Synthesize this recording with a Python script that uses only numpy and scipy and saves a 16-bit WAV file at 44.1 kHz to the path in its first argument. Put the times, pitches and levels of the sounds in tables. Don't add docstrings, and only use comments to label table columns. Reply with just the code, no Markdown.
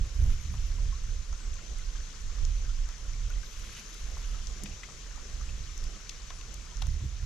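import sys
import numpy as np
from scipy import signal
from scipy.fft import rfft, irfft, next_fast_len
from scipy.io import wavfile
from scipy.ndimage import uniform_filter1d, map_coordinates

SR = 44100
rng = np.random.default_rng(int(sys.argv[2]) if len(sys.argv) > 2 else 0)


def persist_wave(psi):
    counts = np.round(np.clip(psi, -1, 1) * 32767).astype(np.int16)
    wavfile.write(sys.argv[1], SR, np.atleast_2d(counts).T)


N = 319813

# start of full strength in seconds, hold in seconds,
# rumble in dB, flutter in dB, both before trims.
GUSTS = [(-0.02, .03, -24.5, -31.5), (0.195, .14, -26, -30.5), (.5, 0.073, -33.5, -33),
         (0.605, 0.3, -29, -39), (1.023, 0.17, -32.5, -44), (1.313, 0.035, -32, -48),
         (1.47, 0.057, -32.5, -50), (1.72, 0.31, -36, -57), (2.268, 0.078, -33.5, -48),
         (2.436, 0.044, -24, -39), (2.524, 0.33, -30, -44.5), (3.078, 0.32, -33, -46),
         (3.583, 0.085, -42, -48.5), (4.024, .07, -37, -61), (4.155, 0.35, -35, -48),
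         (4.604, 0.14, -43.5, -48.5), (5.044, 0.17, -43.5, -61), (5.332, 0.37, -39, -44),
         (5.82, 0.051, -31.5, -46.5), (6.19, 0.5, -45.5, -53.5), (6.811, 0.14, -31, -37.5),
         (7.04, .02, -39, -32.5), (7.142, .1, -35.5, -42.5)]
# frequency in Hz, relative spectral level in dB.
RUMBLE_SPECTRUM = [(8, -32), (18, -2.5), (30, 5.5), (48, 0), (58, -9.5), (75, -17), (110, -59), (300, -100)]
# frequency in Hz, relative spectral level in dB.
FLUTTER_SPECTRUM = [(35, -24), (52, 0), (66, 0.5), (82, -3.5), (100, -13.5), (125, -14.5), (170, -32.5),
                    (260, -41.5), (600, -70)]
# frequency in Hz, relative spectral level in dB.
BUFFET_SPECTRUM = [(60, -21), (110, -8), (155, -9.5), (205, -12), (280, -26.5), (500, -35), (2000, -73)]
GUST_RISE_DB_PER_S, GUST_FALL_DB_PER_S = 199, 178
LULL_RUMBLE_DB, LULL_FLUTTER_DB = -49, -67

# time in seconds, wash of ripples and trees in dB,
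# slosh along the hull in dB, both before the gains below.
LAKE_LEVELS = [(0.06, -51.5, -61.5), (0.52, -52, -68), (0.74, -52, -61.5), (1.34, -52.5, -66),
               (2.0, -51, -69), (3.3, -52, -66), (3.78, -50.5, -65.5), (4.7, -50.5, -62),
               (5.03, -51.5, -65.5), (5.37, -50.5, -63.5), (6.81, -52, -67.5), (7.25, -53.5, -61.5)]
WASH_GAIN_DB, SLOSH_GAIN_DB = 0.95, 2.5
# frequency in Hz, relative spectral level in dB.
WASH_SPECTRUM = [(30, 15), (70, 6.5), (140, 9.5), (205, 5.5), (260, -4.5), (440, -1.5), (700, -10),
                 (930, -5), (1060, -0.5), (1400, -1.5), (3200, -1.5), (7300, -7), (9000, -18.5),
                 (11000, -19), (14000, -33)]
# frequency in Hz, relative spectral level in dB.
SLOSH_SPECTRUM = [(100, -25), (190, 2), (270, -2), (440, -2), (600, -5), (800, -8), (1200, -55),
                  (3000, -57)]
# frequency in Hz, left-right correlation (no unit).
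LIKENESS = [(60, 1), (130, 0.82), (280, 0.65), (450, 0.81), (900, 0.49), (3000, 0.23), (6000, 0.53),
            (9000, 0.5), (11000, 0.92)]

# time of greatest speed in seconds, half length in seconds,
# hiss in dB, scrape on the life vest in dB, both before panning.
STROKES = [(0.266, 0.21, -60, -76), (.6, 0.38, -63, -85), (3.658, 0.16, -68, -60), (3.778, 0.066, -61, -54),
           (3.95, 0.72, -60.5, -73)]
# frequency in Hz, relative spectral level in dB.
CLOTH_SPECTRUM = [(300, -36), (1000, 1), (3000, 14.5), (6000, -8), (8800, -11), (10800, 3), (12800, -5),
                  (14500, -63)]

# start in seconds, level in dB before panning,
# pitch in Hz before its rise, left over right in dB, ring's time to fall 60 dB in seconds.
PLOPS = [(.54, -41.5, 1050, 1, 0.021), (.924, -47.5, 1100, 10, 0.13), (1.328, -46, 1310, 11, 0.025),
         (1.589, -47, 1400, 5, 0.043), (1.953, -45, 1600, 8, .035), (2.384, -47.5, 1270, 3, 0.033),
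         (2.645, -47, 1570, 0, .05), (2.889, -41, 1310, 4, 0.028), (3.301, -44.5, 1460, 9, 0.05),
         (3.432, -45, 1570, 9, .04), (4.169, -39, 1080, -1, .018), (4.344, -47, 1316, 7, 0.067),
         (4.657, -44.5, 2500, 16, 0.043), (4.833, -36, 2030, 5, 0.034), (4.887, -43.5, 1200, 3, 0.021),
         (5.175, -45, 870, -8, 0.039), (5.41, -46, 1210, 8, 0.032), (5.49, -44, 2630, 1, 0.048),
         (6.304, -40, 1040, 3, 0.022), (6.818, -39.5, 860, 19.5, 0.023)]
PLINKS_PER_S, PLINK_DB, PLINK_HZ, PLINK_OCTAVES, PLINK_T60_S = 1.5, -50, 1380, 0.28, 0.035

# start in seconds, length in seconds,
# first pitch in Hz, last pitch in Hz, level in dB.
SQUEAKS = [(1.32, 0.21, 8500, 7400, -65.5), (3.387, 0.21, 10900, 12400, -73),
           (3.41, .13, 12700, 11600, -71), (6.327, .07, 10750, 8900, -66)]

# time in seconds, crack's peak in dB before trim, centre in Hz,
# bright edge in dB before trim and dull body in dB (both against the crack), change per rebound in dB.
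TICKS = [(1.327, -37.5, 5600, -31, -7, -15), (1.7844, -41, 6250, -6, -23.5, -12),
         (2.4502, -28, 6030, -28, -30, -25), (2.888, -36.5, 6200, -13, -10, -13),
         (3.301, -43, 6250, -1, -20, -18), (3.9415, -41, 6340, -3, -20, -10),
         (4.47, -32.5, 5100, -28, -20, -15), (4.635, -30, 7700, -2.5, -16, -4.5),
         (4.6569, -31.5, 2520, -30, -20, -15), (5.777, -34.5, 6740, -10, -24, -12),
         (5.839, -35, 6030, -10, -26, -15), (6.0925, -26.5, 4150, -19, -33, -6),
         (6.303, -30.5, 2450, -21, -7, -12), (6.411, -34.5, 2830, -19, -18, -12),
         (6.541, -34, 6330, -4.5, -18, -18), (6.769, -34, 6000, -35, -17, -18),
         (6.818, -24, 3470, -15.5, -17, 0), (6.868, -36, 6010, -9, -3, -9)]
# frequency in Hz, width in Hz, level in dB.
ROD_RESONANCES = [(880, 350, 0), (2750, 180, 1), (3660, 100, 0)]
REEL_TICKS_PER_S, REEL_TICK_DB = 1, -48
TICK_CYCLES, REBOUND_S = 37, 0.00244

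# start in seconds, level in dB.
KNOCKS = [(4.631, -33), (4.679, -40.5), (7.035, -36.5)]
# frequency in Hz, level in dB, time to fall 60 dB in seconds.
HULL_MODES = [(145, -2.5, 0.12), (200.6, -1, 0.14), (296, -1, 0.047)]

# frequency in Hz, left over right in dB.
PORT_LEAN = [(40, -3.5), (150, -3), (450, -3), (850, -2), (1300, 2), (3000, 2.5), (5000, 2.5), (8000, 3.5),
             (10500, 0.5)]
TOP_HZ = 14200


def amp(db):
    return 10 ** (np.asarray(db) / 20)


def unit(x):
    return x / np.sqrt(np.mean(x ** 2) + 1e-20)


def along(points, hz):
    f, v = np.transpose(points)
    return np.interp(np.log(hz + 1), np.log(f + 1), v)


def curves(rows):
    s, *cols = np.transpose(rows)
    return [np.interp(np.arange(N) / SR, s, c) for c in cols]


def wobble(rate):
    knots = rng.standard_normal(int(N * rate / SR) + 4)
    return map_coordinates(knots, [np.arange(N) * rate / SR])


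def filtered(x, response):
    n = x.shape[-1]
    m = next_fast_len(n + SR // 4)
    return irfft(rfft(x, m) * response(np.fft.rfftfreq(m, 1 / SR)), m)[..., :n]


def resonance(f, hz, width):
    return 1j * f * width / (hz * hz - f * f + 1j * f * width)


def add(track, s, sound):
    part = track[..., max(round(s * SR), 0):][..., :sound.shape[-1]]
    part += sound[..., :part.shape[-1]]


def panned(lean_db):
    return amp(np.array([[.5], [-.5]]) * lean_db)


def scattered(per_s):
    draws = rng.standard_normal((64, 4))
    draws[:, 0] = (np.arange(len(draws)) + .5 + draws[:, 0] / 2) / per_s
    return draws[(draws[:, 0] > 0) & (draws[:, 0] < N / SR)]


def rush(spectrum, patchy_db, alike=LIKENESS):
    z = signal.stft(rng.standard_normal((2, N)), nperseg=512)[2]
    field = uniform_filter1d(rng.standard_normal(z.shape[1:]), size=8, axis=0)
    field = uniform_filter1d(field, size=9, axis=1)
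    pair = signal.istft(z * amp(patchy_db * unit(field)), nperseg=512)[1][:, :N]

    def mid_side(f):
        turn = np.arccos(np.clip(along(alike, f), -1, 1)) / 2
        return amp(along(spectrum, f)) * [np.cos(turn), np.sin(turn)]

    mid, side = filtered(pair, mid_side)
    return unit(np.array([mid + side, mid - side]))


def eddies(spectrum, span):
    x = rush(spectrum, patchy_db=0, alike=[(50, .975)])
    power = np.mean(np.abs(signal.hilbert(x)) ** 2, axis=0)
    local_power = np.abs(uniform_filter1d(power, max(int(span * SR), 1)))
    return unit(x / np.sqrt(local_power + 1e-6))


def gusting(peaks_db, lull_db):
    t = np.arange(N) / SR
    gusts_db = []
    for (s, hold, *_), db in zip(GUSTS, peaks_db):
        rise_db = GUST_RISE_DB_PER_S * np.maximum(s - t, 0)
        fall_db = GUST_FALL_DB_PER_S * np.maximum(t - s - hold, 0)
        gusts_db.append(db - rise_db - fall_db)
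    return np.hypot(amp(np.max(gusts_db, axis=0)), amp(lull_db))


def wind():
    _, _, rumble_db, flutter_db = np.transpose(GUSTS)
    slow = gusting(rumble_db, LULL_RUMBLE_DB)
    quick = gusting(flutter_db, LULL_FLUTTER_DB)
    lumps = amp(1.6 * wobble(22))
    rumble = amp(0.5) * slow * lumps * eddies(RUMBLE_SPECTRUM, span=0.06)
    flutter = quick * amp(3.2 * wobble(25)) * eddies(FLUTTER_SPECTRUM, span=0.039)
    hard = quick * (quick / quick.max()) ** 0.15
    buffet = amp(-18.0) * hard * eddies(BUFFET_SPECTRUM, span=.06)
    return (rumble + flutter + buffet) * panned(-1.6)


def bubble(t, hz, t60, rise, attack):
    pitch = hz * (1 + rise * (np.minimum(t / t60, 1) - .15))
    tone = np.sin(2 * np.pi * np.cumsum(pitch, axis=-1) / SR)
    return tone * amp(-60 * t / t60) * (1 - np.exp(-t / attack))


def bubbles(count, hz, spread, cycles, size_db):
    chance = amp(4 * wobble(6))
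    starts = np.searchsorted(np.cumsum(chance) / chance.sum(), rng.random(count))
    pitch, life, size, side = rng.standard_normal((count, 4)).T[..., None]
    t = np.arange(SR // 25) / SR
    pitch = hz * np.exp(spread * pitch)
    t60 = cycles / pitch * np.exp(0.33 * life)
    level = amp(size_db * np.minimum(size, 1.8))
    rings = level * bubble(t, pitch, t60, rise=0.13, attack=0.00028)
    where = (starts[:, None] + np.arange(len(t))).ravel()
    channels = [np.bincount(where, (rings * amp(sign * 3.1 * side)).ravel(), N)[:N] for sign in (1, -1)]
    return unit(np.array(channels))


def lake():
    wash_db, slosh_db = curves(LAKE_LEVELS)
    far = amp(-1) * rush(WASH_SPECTRUM, patchy_db=0.95)
    gurgle = amp(-16.5) * bubbles(count=420, hz=1340, spread=0.153, cycles=40, size_db=3.5)
    fizz = amp(-14) * bubbles(count=2200, hz=4013, spread=0.339, cycles=29, size_db=6)
    slosh = unit(amp(2.5 * wobble(14)) * rush(SLOSH_SPECTRUM, patchy_db=3.0))
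    wash = amp(wash_db + WASH_GAIN_DB) * (far + gurgle + fizz)
    return wash + amp(slosh_db + SLOSH_GAIN_DB) * slosh


def sleeve():
    out, t = np.zeros((2, N)), np.arange(N) / SR
    cloth = amp(2.9 * wobble(70)) * rush(CLOTH_SPECTRUM, patchy_db=2.0)
    hiss = unit(cloth) * panned(-2.5)
    rough = amp(2.9 * wobble(160)) * rng.standard_normal(N)
    scrape = unit(filtered(rough, lambda f: resonance(f, 2800, 3200) ** 2)) * panned(-6)
    for s, half, hiss_db, scrape_db in STROKES:
        speed = np.maximum(1 - ((t - s) / half) ** 2, 0)
        out += amp(hiss_db) * speed * hiss + amp(scrape_db) * speed ** 2 * scrape
    return out


def laps():
    out, t = np.zeros((2, N)), np.arange(SR // 6) / SR
    plinks = []
    for s, size, pitch, side in scattered(PLINKS_PER_S):
        hz = PLINK_HZ * 2 ** (PLINK_OCTAVES * pitch)
        plinks.append((s, PLINK_DB + size, hz, 5.7 + 2.5 * side, PLINK_T60_S))
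    for s, db, hz, lean_db, t60 in PLOPS + plinks:
        noise = rng.standard_normal(len(t))
        spray = unit(filtered(noise, lambda f: resonance(f, hz, 0.93 * hz) ** 2))
        ring = bubble(t, hz, t60, rise=0.28, attack=0.0012)
        plop = ring + 0.27 * spray * amp(-60 * t / 0.12)
        add(out, s, amp(db) * panned(lean_db) * plop)
    return out


def line():
    out = np.zeros(N)
    for s, length, start_hz, end_hz, db in SQUEAKS:
        n = int(length * SR)
        pitch = np.linspace(start_hz, end_hz, n) * (1 + 0.0104 * wobble(845)[:n])
        whistle = np.sin(2 * np.pi * np.cumsum(pitch) / SR)
        add(out, s, amp(db) * np.hanning(n) ** .5 * whistle)
    return out


def tackle():
    out, t = np.zeros((2, N)), np.arange(SR // 15) / SR
    strays = [(s, REEL_TICK_DB + 2 * size, 6100 + 400 * pitch, -5 + 2 * edge, -20, -15)
              for s, size, pitch, edge in scattered(REEL_TICKS_PER_S)]
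    ages = [np.maximum(t - k * REBOUND_S, 0) for k in range(3)]

    def rod(f):
        return 1 + sum(amp(db) * resonance(f, hz, width) for hz, width, db in ROD_RESONANCES)

    for s, db, hz, edge_db, body_db, rebound_db in TICKS + strays:
        contacts = sum(amp(k * rebound_db - 60 * age * hz / TICK_CYCLES) * (1 - np.exp(-age / 0.00014))
                       for k, age in enumerate(ages))

        def bands(f):
            crack = resonance(f, hz, 0.88 * hz) ** 2 / (1 + (f / 8000) ** 8)
            edge = resonance(f, 10050, 4800) ** 2
            body = resonance(f, 850, 1060) ** 2
            return np.array([crack, edge, body])

        bursts = rng.standard_normal((3, len(t))) * contacts
        parts = filtered(bursts, lambda f: bands(f) * rod(f))
        parts = parts / np.abs(parts).max(axis=1, keepdims=True)
        click = amp(db - 5.0) * amp([0, edge_db + 1.5, body_db]) @ parts
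        add(out, s + .0008, panned(2.7) * click)
    return out


def hull():
    out, t = np.zeros(N), np.arange(SR // 4) / SR
    for s, db in KNOCKS:
        ring = sum(amp(level - 60 * t / t60) * np.sin(2 * np.pi * hz * t) for hz, level, t60 in HULL_MODES)
        add(out, s, amp(db) * ring * (1 - np.exp(-t / 0.0039)))
    return out


def scene():
    return wind() + lake() + sleeve() + laps() + line() + tackle() + hull()


def record(dry):
    left, right = filtered(dry, lambda f: panned(along(PORT_LEAN, f)))
    left = filtered(left, lambda f: 1 + amp(10.5) * resonance(f, 6190, 1040))
    return filtered(np.array([left, right]), lambda f: f < TOP_HZ)


dry = scene()
out = record(dry)
persist_wave(out)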